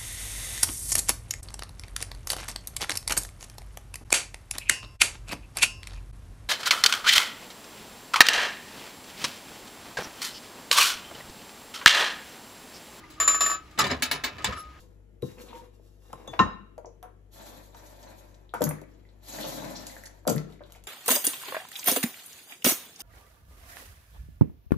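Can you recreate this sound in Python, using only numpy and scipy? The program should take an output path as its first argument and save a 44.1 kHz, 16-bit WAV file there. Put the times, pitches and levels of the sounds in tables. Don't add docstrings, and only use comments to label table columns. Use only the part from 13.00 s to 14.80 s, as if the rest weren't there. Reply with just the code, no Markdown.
import sys
import numpy as np
from scipy import signal
from scipy.fft import rfft, irfft, next_fast_len
from scipy.io import wavfile

SR = 44100
rng = np.random.default_rng(int(sys.argv[2]) if len(sys.argv) > 2 else 0)


def int16_out(signal):
    q = np.round(np.clip(np.atleast_2d(signal).T, -1, 1) * 32767)
    wavfile.write(sys.argv[1], SR, q.astype(np.int16))


def level_to_linear(level):
    exponent = np.asarray(level, float) / 20
    return 10 ** exponent


N = 79380

# frequency [Hz], level [dB per Hz].
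AIR_SPECTRUM = [(15, -43), (25, 0.5), (60, -3.5), (251, -17), (329, -5.5), (387, -19), (2020, -21),
                (16300, -43.5)]
AIR_DB, AIR_FADE_DB_PER_S = -28.5, 2.4
# frequency [Hz], width [Hz], level [dB], change [dB per s].
DRONES = [(316, 27, -57.5, -10), (1217.5, 46, -59, -3), (61.4, 15, -61.5, 5)]
# delay [s], left level [dB], right level [dB].
ECHOES = [
    (.004, -38.5, -37.5),
    (.0071, -10.5, -6.5),
]

SQUEAK_S, SQUEAK_LENGTH_S, SQUEAK_HZ, SQUEAK_RISE_HZ = 1.545, 0.1, 5430, 130
SQUEAK_DB, SQUEAK_OCTAVE_DB, SQUEAK_RIGHT = -53, -51, -0.4

# time [s], level [dB].
STRAIN = [(.78, -74), (.82, -31.5), (.94, -38.5), (1.0, -45), (1.27, -50), (1.36, -45), (1.44, -47.5),
          (1.489, -32), (1.57, -47), (1.64, -54)]
# frequency [Hz], level [dB per Hz].
FRAME_SPECTRUM = [(30, -27), (70, 0), (250, -12), (500, -13), (1500, -9.5), (8000, -43)]
# frequency [Hz], width [Hz], level [dB].
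FRAME_MODES = [(75.8, 12, 16), (135, 16, 6), (204, 14, -20), (246.6, 11, 21), (485, 31, 10)]
CREAKS_PER_S, CREAK_DB, FRAME_BODY_DB = 130, -13.5, -13
# start [s], frequency [Hz], level [dB], t60 [s].
THUMPS = [(.812, 129, -30, 0.19), (.84, 205, -31, 0.18), (0.849, 72.5, -30, 0.14), (.9, 80, -31, 0.26),
          (.905, 147, -38.5, 0.31), (.912, 263, -32.5, 0.24), (1.024, 257, -35, 0.14),
          (1.113, 273, -35.5, 0.17), (1.12, 148, -42, 0.27), (1.158, 63.5, -38, 0.16),
          (1.225, 65.6, -40, 0.33), (1.239, 256.5, -39.5, 0.28), (1.431, 113, -32, 0.15),
          (1.476, 203, -34, 0.21), (1.499, 89.6, -41, .25), (1.48, 506, -42.5, 0.25),
          (1.671, 59.9, -37, 0.3)]
THUMP_RISE_CYCLES, THUMP_FLICKER_DB = 1.83, 3.0

# frequency [Hz], level [dB], t60 [s].
SLAT = [(2030, 0, .04), (970, -5, .09)]
TICK_S, TICK_DB = 0.0395, -42

# start [s], peak [dB], brightness [dB per octave], ring length [factor], crack [dB].
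CLACKS = [(0.101, -44.5, 6.5, 2.7, 1), (.709, -48.5, 6, .8, -4), (0.776, -15.5, -6.5, 1.2, -4),
          (0.785, -14.5, -3.5, 0.77, 1.5), (0.788, -6.5, 4.5, 0.75, -5), (0.7949, -10.5, -3, 0.5, 7),
          (0.806, -9.5, 1, 0.9, -1), (.822, -16, -5.5, 1.6, -9), (0.839, -13, -2.5, 1.8, -3),
          (0.867, -15, -1, 0.8, -1), (0.901, -9, -5, 0.77, -2), (0.912, -10.5, -3, 0.8, -8),
          (1.022, -6.5, 1.74, 1.05, 4.5), (1.112, -6, -0.5, 1.06, 0.5), (1.237, -8, -0.63, 1.07, -2),
          (1.382, -24.5, -4.5, 1.1, 4), (1.42, -25.5, -2.5, 0.53, -4), (1.444, -5.5, 0.76, 0.74, 2.5),
          (1.523, -22, -4, 1.2, -7), (1.573, -31.5, 0.5, 1, 0), (1.6, -44.5, 6, 1.5, -1)]
# frequency [Hz], level [dB per Hz].
CLACK_SPECTRUM = [(90, -33), (300, -16.5), (1500, -7.5), (4490, -10), (7600, -14), (10600, -25.5),
                  (15100, -25.5), (16500, -26)]
# frequency [Hz], t60 [s].
CLACK_T60 = [(200, 0.27), (1000, 0.25), (4000, 0.16), (10000, 0.1), (16000, 0.06)]
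CRACK_DB, CRACK_T60_S = 1, 0.017
BODY_T60_S, BODY_DB = 0.031, -3.5

# start [s], peak [dB], brightness [dB per octave], spring [dB].
TEETH = [
    (1.024, -18.5, 1, -17.5),
    (1.113, -20, 1.6, -13.5),
    (1.24, -21.5, 1.8, -38),
]
PAWL_HZ = [878, 1356, 1682, 2185, 2575, 3750, 4372, 5700, 6570, 7345, 14350, 14800]
# level [dB], t60 [s].
PAWL = [(-15.5, 0.22), (-21, 0.52), (-1, 0.054), (-1.5, 0.038), (-20, 0.53), (-14.5, 0.22), (-6, 0.12),
        (-19.5, 0.17), (-38, 0.083), (-35, 0.042), (-25, 0.11), (-14, 0.096)]
# frequency [Hz], level [dB], t60 [s].
SPRING = [(10860, 2, .14), (11300, -15, .07), (8830, 1, .15)]

# start [s], frequency [Hz], level [dB].
PINGS = [
    (.804, 5400, -22),
    (.912, 5100, -27),
    (.841, 4500, -29),
    (.841, 3600, -30),
    (.913, 7200, -31),
    (.868, 4600, -32),
]
PING_T60_S = 0.051

# start [s], peak [dB], high ring [dB], rattle [dB].
KNOCKS = [
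    (0.2007, -13, -3.5, -4.5),
    (0.277, -11.5, -1.5, -3),
    (0.3452, -16, -6.5, -8),
    (0.407, -11.5, -3, -3.5),
    (0.4616, -14.5, -4, -6.5),
    (0.4985, -18.5, -5.5, -9),
    (0.5158, -15.5, -10.5, -11),
]
# frequency [Hz], level [dB per Hz].
KNOCK_SPECTRUM = [(120, -22.5), (350, -13.5), (1140, -8.5), (4000, -9.5), (6600, -13), (8800, -52),
                  (11000, -22), (16500, -48)]
TUBE_LOW_HZ = [665, 1149, 1218, 1268, 1296, 1545, 1733, 1790, 2592]
# level [dB], t60 [s].
TUBE_LOW = [(-21.5, 0.11), (-10, 0.19), (-22.5, 0.37), (-19.5, 0.56), (-17.5, 0.67), (-25.5, 0.43),
            (-22.5, 0.27), (-13, 0.056), (-28.5, 0.34)]
TUBE_HIGH_HZ = [4210, 5340, 7117, 9892, 10225, 11103, 12202, 14383]
# level [dB], t60 [s].
TUBE_HIGH = [(-21, 0.11), (-23.5, .2), (-2, 0.38), (-28.5, 0.26), (-24, 0.079), (-22.5, 0.18),
             (-18.5, 0.19), (-31, 0.272)]
STRONG_WALL_HZ, SHAKE_DB = 7117, 1.5
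GRIP_S, GRIP_DB_PER_S = 0.556, 452
LINGER_DB, WALL_LINGER_DB, LINGER_DB_PER_S = 1, -22, 146
# start [s], peak [dB].
HELD = [
    (0.1782, -44),
    (1.4054, -37),
    (1.5248, -26),
    (1.5726, -25.5),
]
# frequency [Hz], level [dB], t60 [s].
HELD_LOW = [(1150, -9, 0.09), (1228, -15, 0.15), (1248, -8, 0.5), (1307, -12, 0.12), (1385, -20, .1),
            (1715, -18, .08), (5480, -30, .3)]
# start [s], peak [dB].
SEATS = [
    (0.7904, -14),
    (0.8031, -14.5),
    (0.8183, -23),
]
# frequency [Hz], level [dB], t60 [s].
SEATED = [(876, -14, 0.37), (1168, -5, .08), (1235, -6.5, 0.22), (1295, -7.5, 0.093), (1590, -11.5, 0.068),
          (1750, -11.5, 0.066), (1966, -11, 0.064), (2536, -16, 0.13), (4160, -21, 0.046),
          (7130, -5, 0.038)]
# frequency [Hz], level [dB], t60 [s].
STOP = [(883, -2, 0.081), (1003, -5, 0.12), (1660, -3, 0.12), (1826, -1.5, 0.055), (2500, -27, 0.089),
        (3450, -2.5, 0.059), (7330, 3, 0.03)]
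STOP_S, STOP_DB = 1.4437, -24

# frequency [Hz], left-right likeness [0 to 1].
LIKENESS = [(60, 0.92), (250, 0.91), (700, 0.44), (2500, 0.53), (5000, 0.54), (8000, 0.57)]
# frequency [Hz], lag of the left [half turns].
LAG = [(20, 0), (7400, .06), (8500, .97), (9500, 1.03), (10500, 1.95), (11700, 2.05), (12700, 2.96),
       (13700, 3.04), (14600, 3.95), (15200, 4.05), (16500, 4.9)]
LEFT_DB, CUTOFF_HZ = 0.4, 16600
ALIKE_ABOVE_HZ, TOP_HZ, TOP_DB = 7900, 15300, -3


def rms_one(x):
    return x / np.sqrt(np.mean(x ** 2) + 1e-20)


def at_hz(points, hz):
    table_hz, value = np.transpose(points)
    return np.interp(np.log(hz), np.log(table_hz), value)


def drift(rate):
    r = np.exp(-80 * np.pi * rate / SR)
    slow = signal.lfilter([1], [1, -2 * r, r * r], rng.standard_normal(N // 40 + 2002))[2000:]
    return np.interp(np.arange(N) / 40, np.arange(len(slow)), rms_one(slow))


def band_pass(x, low_hz, high_hz):
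    return signal.sosfilt(signal.butter(2, [low_hz, high_hz], "band", fs=SR, output="sos"), x)


def resonance(x, hz, width_hz):
    r = np.exp(-np.pi * width_hz / SR)
    poles = [1, -2 * r * np.cos(2 * np.pi * hz / SR), r * r]
    return signal.lfilter([(1 - r * r) / 2, 0, (r * r - 1) / 2], poles, x)


def bands():
    edges = 27 * 2 ** (np.arange(29) / 3)
    white = rng.standard_normal((2, 2, N))
    for k, (low, high) in enumerate(zip(edges, edges[1:])):
        mid, side = band_pass(white[k % 2], low, high)
        hz = np.sqrt(low * high)
        alike = np.clip(at_hz(LIKENESS, hz), 0, 1)
        yield hz, np.sqrt(1 + alike) * mid + np.sqrt(1 - alike) * side * [[1], [-1]]


def dying(s, db, t60, rise_s):
    s, db, t60 = (np.reshape(v, (-1, 1)) for v in (s, db, t60))
    age = np.clip(np.arange(N) / SR - s, 0, None)
    power = np.exp((db - 60 * age / t60) * np.log(10) / 10, dtype=np.float32)
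    return np.sum(power * np.clip(age / rise_s, 0, 1) ** 2, axis=0)


def struck(s, db, modes, spread_db, stop_s, tilt_db=0):
    hz, level_db, t60 = np.transpose(modes)[:, :, None]
    out = np.zeros(N)
    luck = rng.standard_normal((len(s), 2, len(modes), 1))
    tilts = tilt_db + 0 * np.array(s)
    for start, end, peak_db, tilt, (strength, phase) in zip(s, [*s[1:], 9], db, tilts, luck):
        i = int(start * SR)
        length = min(N - i, SR // 2, int((end - start + 8 * stop_s) * SR))
        t = np.arange(length) / SR
        mode_db = peak_db + level_db + tilt * np.log2(hz / 3000) + spread_db * strength
        ring = level_to_linear(mode_db - 60 * t / t60) * np.sin(2 * np.pi * hz * t + phase)
        onset = 1 - np.exp(-t / 0.00026)
        stilled = np.exp(-np.clip(t - end + start, 0, None) / stop_s)
        out[i:i + length] += ring.sum(axis=0) * onset * stilled
    return out


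def open_air(hz, noise, gust):
    level_db = AIR_DB - AIR_FADE_DB_PER_S * np.arange(N) / SR + at_hz(AIR_SPECTRUM, hz)
    return noise * level_to_linear(level_db + 0.54 * gust + 0.48 * drift(13))


def yard():
    t, out = np.arange(N) / SR, 0
    for hz, width_hz, db, slope_db in DRONES:
        gain = level_to_linear(db + slope_db * t + 0.55 * drift(3.7))
        tone = resonance(rng.standard_normal(N), hz, width_hz)
        out = out + gain * rms_one(resonance(tone, hz, width_hz))
    return out


def shed(x):
    thin, out = band_pass(x, 400, 4000), 0
    for k, (s, left_db, right_db) in enumerate(ECHOES):
        late = np.pad(thin, (int(s * SR), 0))[:N]
        out = out + level_to_linear([[left_db], [right_db]]) * [[1], [(-1) ** k]] * late
    return out


def squeak():
    u = np.clip((np.arange(N) / SR - SQUEAK_S) / SQUEAK_LENGTH_S, 0, 1)
    hz = SQUEAK_HZ + SQUEAK_RISE_HZ * np.sqrt(u) + 40 * drift(150)
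    phase = 2 * np.pi * np.cumsum(hz) / SR
    swell = np.sin(np.pi * u) * level_to_linear(3 * drift(80))
    tone = level_to_linear(SQUEAK_DB) * np.sin(phase) * [[1], [SQUEAK_RIGHT]]
    octave = level_to_linear(SQUEAK_OCTAVE_DB) * swell * np.sin(2 * phase)
    return swell * (tone + octave)


def strain():
    s, db = np.transpose(STRAIN)
    return level_to_linear(np.interp(np.arange(N) / SR, s, db, left=-99))


def frame():
    slips = (rng.random(N) < CREAKS_PER_S / SR) * level_to_linear(np.minimum(rng.exponential(1, N), 4))
    slips = slips * rng.choice([-1, 1], N)
    drive = rms_one(slips) + 0.34 * rng.standard_normal(N)
    timber = sum(level_to_linear(db) * resonance(drive, hz, w) * np.sqrt(100 / w) for hz, w, db in FRAME_MODES)
    grain = band_pass(drive, 500, 4000)
    return strain() * (level_to_linear(FRAME_BODY_DB) * rms_one(timber) + level_to_linear(CREAK_DB) * rms_one(grain))


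def thumps():
    s, hz, db, t60 = np.transpose(THUMPS)[:, :, None]
    t = np.clip(np.arange(N) / SR - s, 0, None)
    flicker_db = THUMP_FLICKER_DB * np.array([drift(16) for _ in THUMPS])
    swell = 1 - np.exp(-t * hz / THUMP_RISE_CYCLES)
    beams = level_to_linear(db + 2.0 - 60 * t / t60 + flicker_db) * swell * np.sin(2 * np.pi * hz * t)
    return np.sum(beams, axis=0)


def slat():
    return struck([TICK_S], [TICK_DB], SLAT, spread_db=0, stop_s=1)


def grip(linger_db=LINGER_DB):
    t = np.clip(np.arange(N) / SR - GRIP_S, 0, None)
    return np.maximum(level_to_linear(-GRIP_DB_PER_S * t), level_to_linear(linger_db - LINGER_DB_PER_S * t))


def roller_body(x):
    t = np.arange(SR // 10) / SR
    ring = rng.standard_normal(len(t)) * level_to_linear(-60 * t / BODY_T60_S)
    ring = level_to_linear(BODY_DB) * ring / np.sqrt(np.sum(ring ** 2))
    ring[0] = 1
    ring = ring / np.sqrt(np.sum(ring ** 2))
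    return signal.fftconvolve(x, ring[None], axes=1)[:, :N]


def contact_power(hz):
    s, db, tilt_db, length, crack_db = np.transpose(CLACKS)
    knock_s, knock_db, _, rattle_db = np.transpose(KNOCKS)
    t60 = at_hz(CLACK_T60, hz)
    clack_db = db + at_hz(CLACK_SPECTRUM, hz) + tilt_db * np.log2(hz / 2000)
    clack = dying(s, clack_db - 2.5, t60 * np.clip(length, 0.1, 4), rise_s=0.0029 + 4.5 / hz)
    crack = dying(s, clack_db + CRACK_DB + crack_db, CRACK_T60_S + 0 * s, rise_s=0.0016)
    socket_db = knock_db + rattle_db + at_hz(KNOCK_SPECTRUM, hz)
    rattle = dying(knock_s, socket_db, 1.63 * t60 + 0 * knock_s, rise_s=0.00029 + 2.2 / hz)
    return clack + crack + rattle * grip() ** 2


def dense():
    near, air, pull, gust = 0, 0, strain(), drift(12.7)
    chatter = level_to_linear(2.8 * drift(100))
    for hz, noise in bands():
        contact = contact_power(hz) * chatter * level_to_linear(2.7 * drift(36))
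        rumble = (pull * level_to_linear(15 + at_hz(FRAME_SPECTRUM, hz) + 2.8 * drift(26))) ** 2
        near = near + np.sqrt(contact + rumble) * noise
        air = air + open_air(hz, noise[:, ::-1], gust)
    return roller_body(near) + air


def pawl():
    s, db, tilt_db, spring_db = np.transpose(TEETH)
    modes = np.column_stack([PAWL_HZ, PAWL])
    teeth = struck(s, db - 2.0, modes, spread_db=-1.5, stop_s=0.003, tilt_db=tilt_db)
    return teeth + struck(s, db + spring_db, SPRING, spread_db=0, stop_s=0.003)


def pings():
    return sum(struck([s], [db], [(hz, 0, PING_T60_S)], spread_db=-1.5, stop_s=1) for s, hz, db in PINGS)


def free_tube():
    s, db, high_db, _ = np.transpose(KNOCKS)
    bending = struck(s, db - 1.5, np.column_stack([TUBE_LOW_HZ, TUBE_LOW]), spread_db=1.5, stop_s=0.0023)
    wall = 0
    for hz, mode in zip(TUBE_HIGH_HZ, TUBE_HIGH):
        shake_db = SHAKE_DB * (hz != STRONG_WALL_HZ)
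        ring = struck(s, db + high_db + 1.5, [(hz, *mode)], spread_db=shake_db, stop_s=0.0016)
        wall = wall + ring * level_to_linear(2.3 * drift(66) + shake_db * drift(130))
    return bending * grip() + wall * grip(WALL_LINGER_DB)


def lever():
    free = free_tube()
    held = struck(*np.transpose(HELD), HELD_LOW, spread_db=2.5, stop_s=0.002) * level_to_linear(drift(25))
    seated = struck(*np.transpose(SEATS), SEATED, spread_db=2.5, stop_s=0.0013) + pings()
    stop = struck([STOP_S], [STOP_DB], STOP, spread_db=0, stop_s=1)
    return free + held + seated + stop


def scene():
    near = lever() + pawl() + slat() + frame() + thumps()
    return near + shed(near) + dense() + yard() + squeak()


def band_limit(x):
    return signal.sosfilt(signal.butter(12, 16480, fs=SR, output="sos"), x)


def record(dry):
    size = next_fast_len(N + 4096)
    hz = np.fft.rfftfreq(size, 1 / SR) + 1
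    spectrum = rfft(dry, size)
    treble = spectrum[0] * level_to_linear(TOP_DB * (hz > TOP_HZ))
    below = spectrum * level_to_linear([[LEFT_DB], [-LEFT_DB]])
    ports = np.where(hz > ALIKE_ABOVE_HZ, treble, below)
    turn = np.exp(-0.5j * np.pi * at_hz(LAG, hz) * [[1], [-1]])
    x = irfft(ports * turn, size)[:, :N]
    x = signal.sosfilt(signal.butter(2, 50, "high", fs=SR, output="sos"), x)
    x = signal.sosfilt(signal.cheby2(12, 60, CUTOFF_HZ, fs=SR, output="sos"), x)
    return band_limit(x)


dry = scene()
out = record(dry)
int16_out(out)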